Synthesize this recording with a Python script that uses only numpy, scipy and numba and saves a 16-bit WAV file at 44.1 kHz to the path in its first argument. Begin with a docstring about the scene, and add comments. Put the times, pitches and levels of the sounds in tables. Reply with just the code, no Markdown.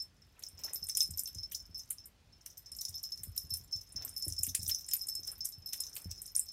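"""Close to the microphone, on a carpet indoors, a small dog romps around a cat; the room hums throughout.
From the start a pellet rings the collar bell's close pair of tones, and buckle and tag soon chatter above it.
After a first busy spell the collar grows quiet a little past 2 s, then shakes again, hardest past 4 s.
Paws thump the floor boards and scuff the pile from the first second until near the end.
Metal and paws are decaying modes pushed by timed blows; cracks, scuffs and hum are shaped noise."""
import sys
import numpy as np
from scipy import signal
from scipy.fft import rfft, irfft, next_fast_len
from scipy.io import wavfile
from scipy.ndimage import uniform_filter1d
from numba import njit

SR = 44100
rng = np.random.default_rng(int(sys.argv[2]) if len(sys.argv) > 2 else 0)


def master(y):
    """Save y as 16-bit WAV."""
    cut = np.clip(np.atleast_2d(y).T, -1, 1)
    pcm = np.round(cut * 32767)  # scale
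    wavfile.write(sys.argv[1], SR, pcm.astype(np.int16))


N = 287532  # samples
BLOCK = 256  # samples over which a mode holds its pitch
LN_60_DB = np.log(1000)  # a fall of 60 dB, as an exponent


def amp(db):
    """Turns decibels into an amplitude factor."""
    return 10 ** (np.asarray(db) / 20)


def unit_rms(x):
    """Scales a signal to rms 1."""
    return x / np.sqrt(np.mean(x ** 2) + 1e-20)


def slow_drift(blocks):
    """Random wander with one value per block, smoothed over the given number of blocks, rms 1."""
    return unit_rms(uniform_filter1d(rng.standard_normal(N // BLOCK + 1), size=blocks))


def patchy(depth_db, frames, bins):
    """Noise whose colour changes in random patches of time and pitch, so that no two contacts sound alike."""
    real, imag, patches = rng.standard_normal((N // 128 + 5, 129, 3)).T
    patches = uniform_filter1d(patches, bins, 0)
    patches = unit_rms(uniform_filter1d(patches, frames, 1))
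    spectrum = (real + 1j * imag) * amp(depth_db * patches)
    return unit_rms(signal.istft(spectrum, nperseg=256, noverlap=128)[1][:N])


def gritty():
    """Patchy noise that also sputters from one millisecond to the next."""
    sputter = unit_rms(uniform_filter1d(rng.standard_normal(N), size=40))
    return unit_rms(amp(3.7 * sputter) * patchy(5.0, frames=4, bins=5))


def coloured(points, source):
    """Filters noise along the given spectrum, interpolated over log frequency, to rms 1."""
    pitch_hz, level_db = np.transpose(points)
    size = next_fast_len(N)
    bins_hz = np.fft.rfftfreq(size, 1 / SR)
    gain_db = np.interp(np.log(bins_hz + 1), np.log(pitch_hz + 1), level_db)
    return unit_rms(irfft(rfft(source, size) * amp(gain_db), size)[:N])


def train(start_s, size):
    """One impulse of the given size at each time."""
    out = np.zeros(N, complex)
    np.add.at(out, np.clip((start_s * SR).astype(int), 0, N - 1), size)
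    return out


@njit
def sway(blows, turn, fall, rise):
    """One mode: a rotating, fading state that each blow pushes softly, through two smoothing stages."""
    out, a, b, c = np.zeros(len(blows)), 0j, 0j, 0j
    for i in range(len(blows)):
        step = turn[i // 256]
        a = rise * step * a + (1 - rise) * blows[i] + 1e-18
        b = rise * step * b + (1 - rise) * a
        c = fall * step * c + b
        out[i] = c.real
    return out


def ring(start_s, level_db, modes, spread_db, rise_s, waver, muffle=0):
    """Blows land on varied spots, so mode shares and phases vary; touching parts bend the pitch, fur damps it."""
    pressed = muffle * np.maximum(slow_drift(9), 0)  # fur on the metal, now and then
    chance = rng.random((len(start_s), len(modes), 2))
    out = np.zeros(N)
    for k, (pitch_hz, mode_db, t60_s) in enumerate(modes):
        share_db = spread_db * (2 * chance[:, k, 0] - 1.5)
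        phase = np.exp(2j * np.pi * chance[:, k, 1])
        blows = train(start_s, amp(level_db + mode_db + share_db) * phase)
        decay = LN_60_DB / (t60_s * SR)
        bent_hz = pitch_hz * (1 + waver * slow_drift(4))
        turn = np.exp(2j * np.pi * bent_hz / SR - pressed * decay)
        out += sway(blows, turn, np.exp(-decay), np.exp(-1 / (rise_s * SR)))
    return out


def crack(grit, start_s, level_db, low_hz, high_hz, over_db, t60_s):
    """A band of grainy noise after each blow: a sharp snap, then a short fizz."""
    blows = train(start_s, amp(level_db + over_db) ** 2).real + 1e-20
    fizz, snap = [signal.lfilter([1], [1, -np.exp(-2 * LN_60_DB / (t * SR))], blows) for t in (t60_s, .007)]
    power = uniform_filter1d(fizz + amp(-6.0) * snap, size=60)  # contact lasts about a millisecond
    band = signal.butter(3, [low_hz, min(high_hz, .45 * SR)], "bandpass", fs=SR, output="sos")
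    return signal.sosfilt(band, np.sqrt(abs(power)) * grit) * np.sqrt(SR / 2 / (high_hz - low_hz))


def grains(start_s, within_s, weaker_db, count=5):
    """Times and dB losses of each blow and its faint random grains, from 4 ms before it; the later,
    the fainter on average."""
    late, weak = np.moveaxis(rng.random((len(start_s), count, 2)), 2, 0)
    times = np.c_[start_s, start_s[:, None] - .004 + within_s * late ** 2]
    loss_db = np.c_[0 * start_s, weaker_db + 8.0 * weak + 9.0 * late ** 2]
    return times.ravel(), loss_db


def with_loss(level_db, loss_db):
    """Levels of all blows and their faint grains, in the order of the list of times."""
    return (level_db[:, None] - loss_db).ravel()


# how hard the collar is shaken, as the level of its small touches: start_s, level_db
SHAKING = [(0.0, -77), (0.45, -66.5), (0.6, -52), (0.93, -53), (1.96, -58.5), (2.07, -86), (2.36, -75.5),
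           (2.91, -58), (3.78, -51.5), (4.05, -64), (4.18, -41.5), (4.54, -42.5), (5.3, -50.5),
           (5.48, -67.5), (5.74, -41), (5.85, -45), (6.15, -53), (6.52, -47.5)]
TOUCH_SPREAD_DB = 12


def touches(over_db, count):
    """Small chance contacts between the clear ones, following the shaking; each excites two parts unevenly."""
    where, first, second = rng.random((count, 3)).T
    start_s = (np.arange(count) + where) * N / SR / count
    level_db = np.interp(start_s, *np.transpose(SHAKING)) + over_db
    return np.c_[start_s, level_db - TOUCH_SPREAD_DB * first, level_db - TOUCH_SPREAD_DB * second]


HUM_DB = -64  # rms level
# spectrum of the room's hum: pitch_hz, level_db (relative, per Hz)
HUM = [(28, -8), (50, 1.5), (80, -2.5), (187, -14.5), (300, -20), (420, -24), (1060, -28.5), (4670, -30.5),
       (16000, -48)]


def room_hum():
    """The indoor background: steady noise, strongest in the bass, with slight drifts of colour."""
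    return amp(HUM_DB) * coloured(HUM, patchy(1.5, frames=30, bins=2))


def room_reflections(near, t60_s=0.13):
    """Sparse reflections of random sign, damped by soft furnishings."""
    at = np.arange(250, 14000, 20)  # samples of delay
    taps = np.zeros(14100)
    places = at + rng.integers(0, 20, len(at))
    taps[places] = rng.choice([-1., 1.], len(at)) * amp(-60 * at / SR / t60_s)
    return signal.oaconvolve(near, taps / np.linalg.norm(taps))[:N]


# paws and fur dragging on the carpet: middle_s, length_s, level_db (at the middle)
SCUFFS = [(0.39, 0.19, -68.5), (0.69, 0.21, -59), (4.035, 0.19, -59.5), (5.318, 0.12, -62.5),
          (5.955, 0.68, -67.5)]
SCUFF_ENDS_DB = -14.5  # each drag swells to its middle and fades again
# spectrum of the rubbed pile: pitch_hz, level_db (relative, per Hz)
PILE = [(200, -3), (500, 0), (1200, -3), (2500, -6), (4500, -11), (7000, -35)]


def carpet():
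    """Uneven hiss of the pile under each drag."""
    t = np.arange(N) / SR
    level = sum(amp(db + SCUFF_ENDS_DB * abs(2 * (t - middle_s) / length_s)) for middle_s, length_s, db in SCUFFS)
    return level * coloured(PILE, patchy(4.5, frames=4, bins=4))


# paws landing: start_s, boom_db, pat_db
PAWS = [(0.534, -52.5, -69), (0.821, -49.5, -57), (1.091, -41, -49), (1.137, -54, -77), (1.358, -41, -50),
        (1.694, -51, -59), (2.891, -49, -80), (3.197, -51, -60), (3.272, -40.5, -55), (3.443, -47, -74),
        (3.517, -45.5, -73), (3.55, -53, -77), (3.604, -50, -60.5), (3.753, -48.5, -79), (3.95, -47.5, -56),
        (3.991, -52, -65), (4.065, -57, -46.5), (4.271, -41, -41), (4.309, -46, -55.5), (4.398, -44, -57.5),
        (4.48, -44.5, -47), (4.591, -44.5, -66), (4.629, -43.5, -68), (4.676, -47, -48.5),
        (4.717, -61, -51), (5.196, -55, -52), (5.578, -52, -78), (6.057, -39.5, -78), (6.109, -56, -80)]
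# modes of the floor boards: pitch_hz, level_db (added to boom_db), t60_s
BOARDS = [(55.3, -9, 0.64), (82, 2, 0.19), (120.2, -3, 0.14), (162, -9.5, 0.12)]
# modes of the paw's pat on the pile: pitch_hz, level_db (added to pat_db), t60_s
PADS = [(267.4, -4, 0.098), (393, -8, 0.06), (593, -11, 0.036)]


def paws():
    """Soft landings: a pat on the pile, then the floor boards boom briefly."""
    start_s, boom_db, pat_db = np.transpose(PAWS)
    boom = ring(start_s, boom_db, BOARDS, spread_db=2.0, rise_s=0.00058, waver=0.083)
    pat = ring(start_s - .006, pat_db, PADS, spread_db=7.0, rise_s=0.00084, waver=0.066)
    return boom + pat


# the fittings clink: start_s, buckle_db, tag_db
CHATTER = [(0.022, -43.5, -50), (0.393, -44, -47), (0.427, -48, -44), (0.486, -42.5, -53),
           (0.645, -41, -36), (0.734, -29.5, -41), (0.745, -36, -28), (0.84, -40, -35.5), (0.869, -35, -46),
           (0.888, -32, -40), (0.971, -18.5, -28), (0.997, -33, -43), (1.014, -39, -26.5),
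           (1.029, -26, -37), (1.108, -37, -41), (1.174, -37.5, -31), (1.193, -26, -28.5),
           (1.235, -35, -36), (1.275, -41, -38), (1.347, -41.5, -48), (1.52, -38, -36), (1.779, -47.5, -44),
           (1.906, -24, -29.5), (2.057, -42.5, -45.5), (2.461, -40, -42), (2.577, -40, -41.5),
           (2.718, -38.5, -51), (2.766, -37, -42), (2.81, -34.5, -38), (2.835, -48, -50), (2.851, -33, -51),
           (2.892, -35, -41), (2.954, -55, -40), (3.031, -40, -37), (3.175, -50, -56), (3.234, -30, -34),
           (3.363, -45, -39), (3.378, -29, -29.5), (3.504, -41, -42), (3.538, -29, -32), (3.57, -37, -35.5),
           (3.923, -42.5, -53), (4.049, -35, -30), (4.092, -38, -40), (4.164, -41, -42),
           (4.178, -35, -38.5), (4.224, -37, -45), (4.252, -36, -41), (4.281, -25.5, -34),
           (4.333, -41, -54), (4.388, -35, -41), (4.433, -18.5, -23.5), (4.466, -31.5, -37),
           (4.55, -17.5, -33), (4.63, -32, -38), (4.679, -25, -31), (4.687, -28, -22), (4.887, -35.5, -62),
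           (4.912, -31, -44), (4.935, -26, -21.5), (4.967, -31.5, -61), (5.018, -46, -38.5),
           (5.07, -36.5, -46), (5.087, -33, -31.5), (5.153, -32, -36), (5.273, -34, -36), (5.317, -38, -42),
           (5.38, -55, -49), (5.446, -43, -40), (5.454, -26, -31), (5.488, -37.5, -40), (5.66, -52, -43),
           (5.732, -26.5, -30.5), (5.804, -28, -33), (5.954, -39, -37), (5.966, -31, -35),
           (6.019, -44, -51), (6.218, -34, -37.5), (6.263, -37.5, -46), (6.353, -29, -30),
           (6.364, -21.5, -35), (6.379, -24.5, -48), (6.395, -24.5, -30)]
# fittings knock hard on the strap: start_s, level_db
KNOCKS = [(0.4247, -50), (0.5912, -48), (0.8867, -42), (0.9707, -61), (1.0156, -42), (1.275, -48),
          (1.5188, -44), (1.7784, -66), (1.9071, -46.5), (2.4623, -52), (3.234, -50.5), (3.3632, -48.5),
          (3.5374, -54), (4.2802, -62), (4.4642, -45.5), (4.5486, -36.5), (4.695, -34.5), (4.886, -48),
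          (4.912, -46), (4.9342, -34), (5.085, -51), (5.2734, -48.5), (5.731, -40), (5.964, -39.5),
          (6.116, -55), (6.392, -49.5)]
KNOCK_UNDER_DB = 26.5  # every clink also knocks faintly, this far under the buckle
# modes of the buckle: pitch_hz, level_db (added to buckle_db), t60_s
BUCKLE = [(7490, -30.5, 0.13), (8640, -1.5, 0.0084), (9400, -38, 0.035), (9410, -10.5, 0.05),
          (10290, -6, 0.027), (10200, -14, 0.035)]
# modes of the tag: pitch_hz, level_db (added to tag_db), t60_s
TAG = [(11880, -7, .06), (11960, -7, .08), (12110, -9, .08), (12840, -11, .07), (13300, -11, .05),
       (13720, -14, .05), (15000, -12, .04)]
# noise of each contact, here and in the bell: low_hz, high_hz (capped in crack), over_db (over its blow), t60_s
# rows: pellet hiss, pellet snap, buckle, tag, strap, pellet's dull tap
CRACKS = [(6100, 15800, -13, 0.068), (5230, 6224, 1.5, 0.015), (6770, 10730, -5.5, 0.024),
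          (11200, 14000, -6.5, 0.035), (1830, 23700, 0, 0.073), (3630, 5030, -15.5, 0.023)]


def fittings():
    """Buckle and tag chatter against each other and knock on the strap, each with its ring or crack."""
    start_s, *levels = np.r_[CHATTER, touches(over_db=1.5, count=170)].T
    times, loss_db = grains(start_s, within_s=.07, weaker_db=14.5)
    buckle_db, tag_db = (with_loss(db, loss_db) for db in levels)
    buckle = ring(times, buckle_db, BUCKLE, spread_db=9.0, rise_s=.00015, waver=.015)
    tag = ring(times, tag_db, TAG, spread_db=9.0, rise_s=.0002, waver=.005, muffle=.8)
    grit = gritty()
    buckle += crack(grit, times, buckle_db, *CRACKS[2])
    tag += crack(grit, times, tag_db, *CRACKS[3])
    knock_s, knock_db = np.transpose(KNOCKS)
    knock_times, knock_loss_db = grains(knock_s, within_s=0.036, weaker_db=10.5)
    strap_s = np.r_[times, knock_times]
    strap_db = np.r_[buckle_db - KNOCK_UNDER_DB, with_loss(knock_db, knock_loss_db)]
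    return buckle + tag + crack(grit, strap_s, strap_db, *CRACKS[4])


# the pellet strikes the bell: start_s, tone_db, tick_db
STRIKES = [(0, -36, -48.5), (0.22, -56, -61), (0.436, -53, -40.5), (0.464, -43.5, -46), (0.579, -49, -50),
           (0.636, -36, -33), (0.696, -44, -47), (0.758, -41.5, -37), (0.828, -33, -44),
           (0.895, -31.5, -34), (0.95, -33, -31), (0.97, -32.5, -37), (1.005, -23, -26),
           (1.136, -42.5, -49), (1.182, -39, -41), (1.196, -42, -36), (1.257, -35.5, -42),
           (1.349, -39, -50), (1.384, -37, -44), (1.432, -32.5, -45), (1.517, -68, -42),
           (1.548, -30, -25.5), (1.654, -46, -58), (1.745, -39, -49), (1.794, -42.5, -36.5),
           (1.983, -44.5, -49.5), (2.04, -44.5, -61), (2.328, -55.5, -64), (2.413, -63, -56),
           (2.462, -58.5, -46.5), (2.501, -57, -45), (2.572, -48, -50), (2.662, -48.5, -50),
           (2.719, -42, -56), (2.749, -56, -47), (2.786, -35, -40), (2.815, -57, -33.5), (2.851, -45, -31),
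           (2.885, -43, -35), (2.942, -37, -43), (2.957, -38.5, -44), (2.981, -50, -42),
           (3.037, -39.5, -40), (3.05, -39, -40.5), (3.12, -33.5, -39), (3.175, -48, -44),
           (3.377, -32.5, -36.5), (3.505, -34.5, -48), (3.54, -39, -35.5), (3.728, -30, -41),
           (3.76, -34.5, -39), (3.812, -42, -47), (3.963, -35.5, -42), (4.022, -43.5, -41),
           (4.078, -38.5, -43), (4.164, -32, -45), (4.223, -32, -36), (4.323, -44, -39), (4.38, -30, -51),
           (4.39, -34, -41), (4.495, -37, -33.5), (4.549, -52, -29), (4.619, -39.5, -40),
           (4.664, -41, -33.5), (4.697, -45, -27.5), (4.713, -24, -45), (4.746, -32.5, -32),
           (4.809, -41.5, -44), (4.913, -32.5, -36), (5.012, -35.5, -47), (5.036, -45, -45),
           (5.084, -28, -47), (5.151, -37, -47), (5.232, -41, -42), (5.276, -33, -41),
           (5.406, -34.5, -39.5), (5.45, -37, -39), (5.523, -45.5, -43), (5.659, -34.5, -55),
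           (5.732, -47, -33), (5.801, -32.5, -45), (5.836, -36.5, -37.5), (5.866, -42, -39.5),
           (6.112, -43, -36.5), (6.177, -48.5, -48), (6.277, -46, -43.5), (6.352, -46, -32.5),
           (6.487, -42, -47)]
# modes of the bell's shell: pitch_hz, level_db (added to tone_db), t60_s
BELL = [(5153, -4, .13), (5305, 0, .15), (5420, -8, .07)]
# modes of the pellet's tick: pitch_hz, level_db (added to tick_db), t60_s
PELLET = [(5760, -11, .04), (6030, -10, .05), (6330, -11, .04), (6920, -14, .05)]


def bell():
    """The pellet ticks against the shell, whose close pair of tones swells and beats."""
    start_s, *levels = np.r_[STRIKES, touches(over_db=3, count=170)].T
    times, loss_db = grains(start_s, within_s=.06, weaker_db=8.0)
    tone_db, tick_db = (with_loss(db, loss_db) for db in levels)
    tone = ring(times, tone_db, BELL, spread_db=4.0, rise_s=.0006, waver=.0045, muffle=1.3)
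    tick = ring(times, tick_db, PELLET, spread_db=3.5, rise_s=0.00044, waver=0.0024)
    grit = gritty()
    contact = sum(crack(grit, times, tick_db, *CRACKS[k]) for k in [0, 1, 5])  # hiss, snap, dull tap
    return tone + tick + contact


def scene():
    """Collar and paws close by with their reflections, over the carpet's scuffs and the hum."""
    near = paws() + fittings() + bell()
    return (room_hum() + carpet() + near + amp(-10.0) * room_reflections(near))[None]


def record(dry):
    """The small microphone loses the deep bass; then a low-pass sets the upper band limit."""
    thin = signal.sosfilt(signal.butter(3, 42., "highpass", fs=SR, output="sos"), dry)
    band_limit = signal.firwin(301, 15880, window=("kaiser", 7), fs=SR)  # edge in Hz
    return signal.oaconvolve(thin, band_limit[None], "same")


dry = scene()
out = record(dry)
master(out)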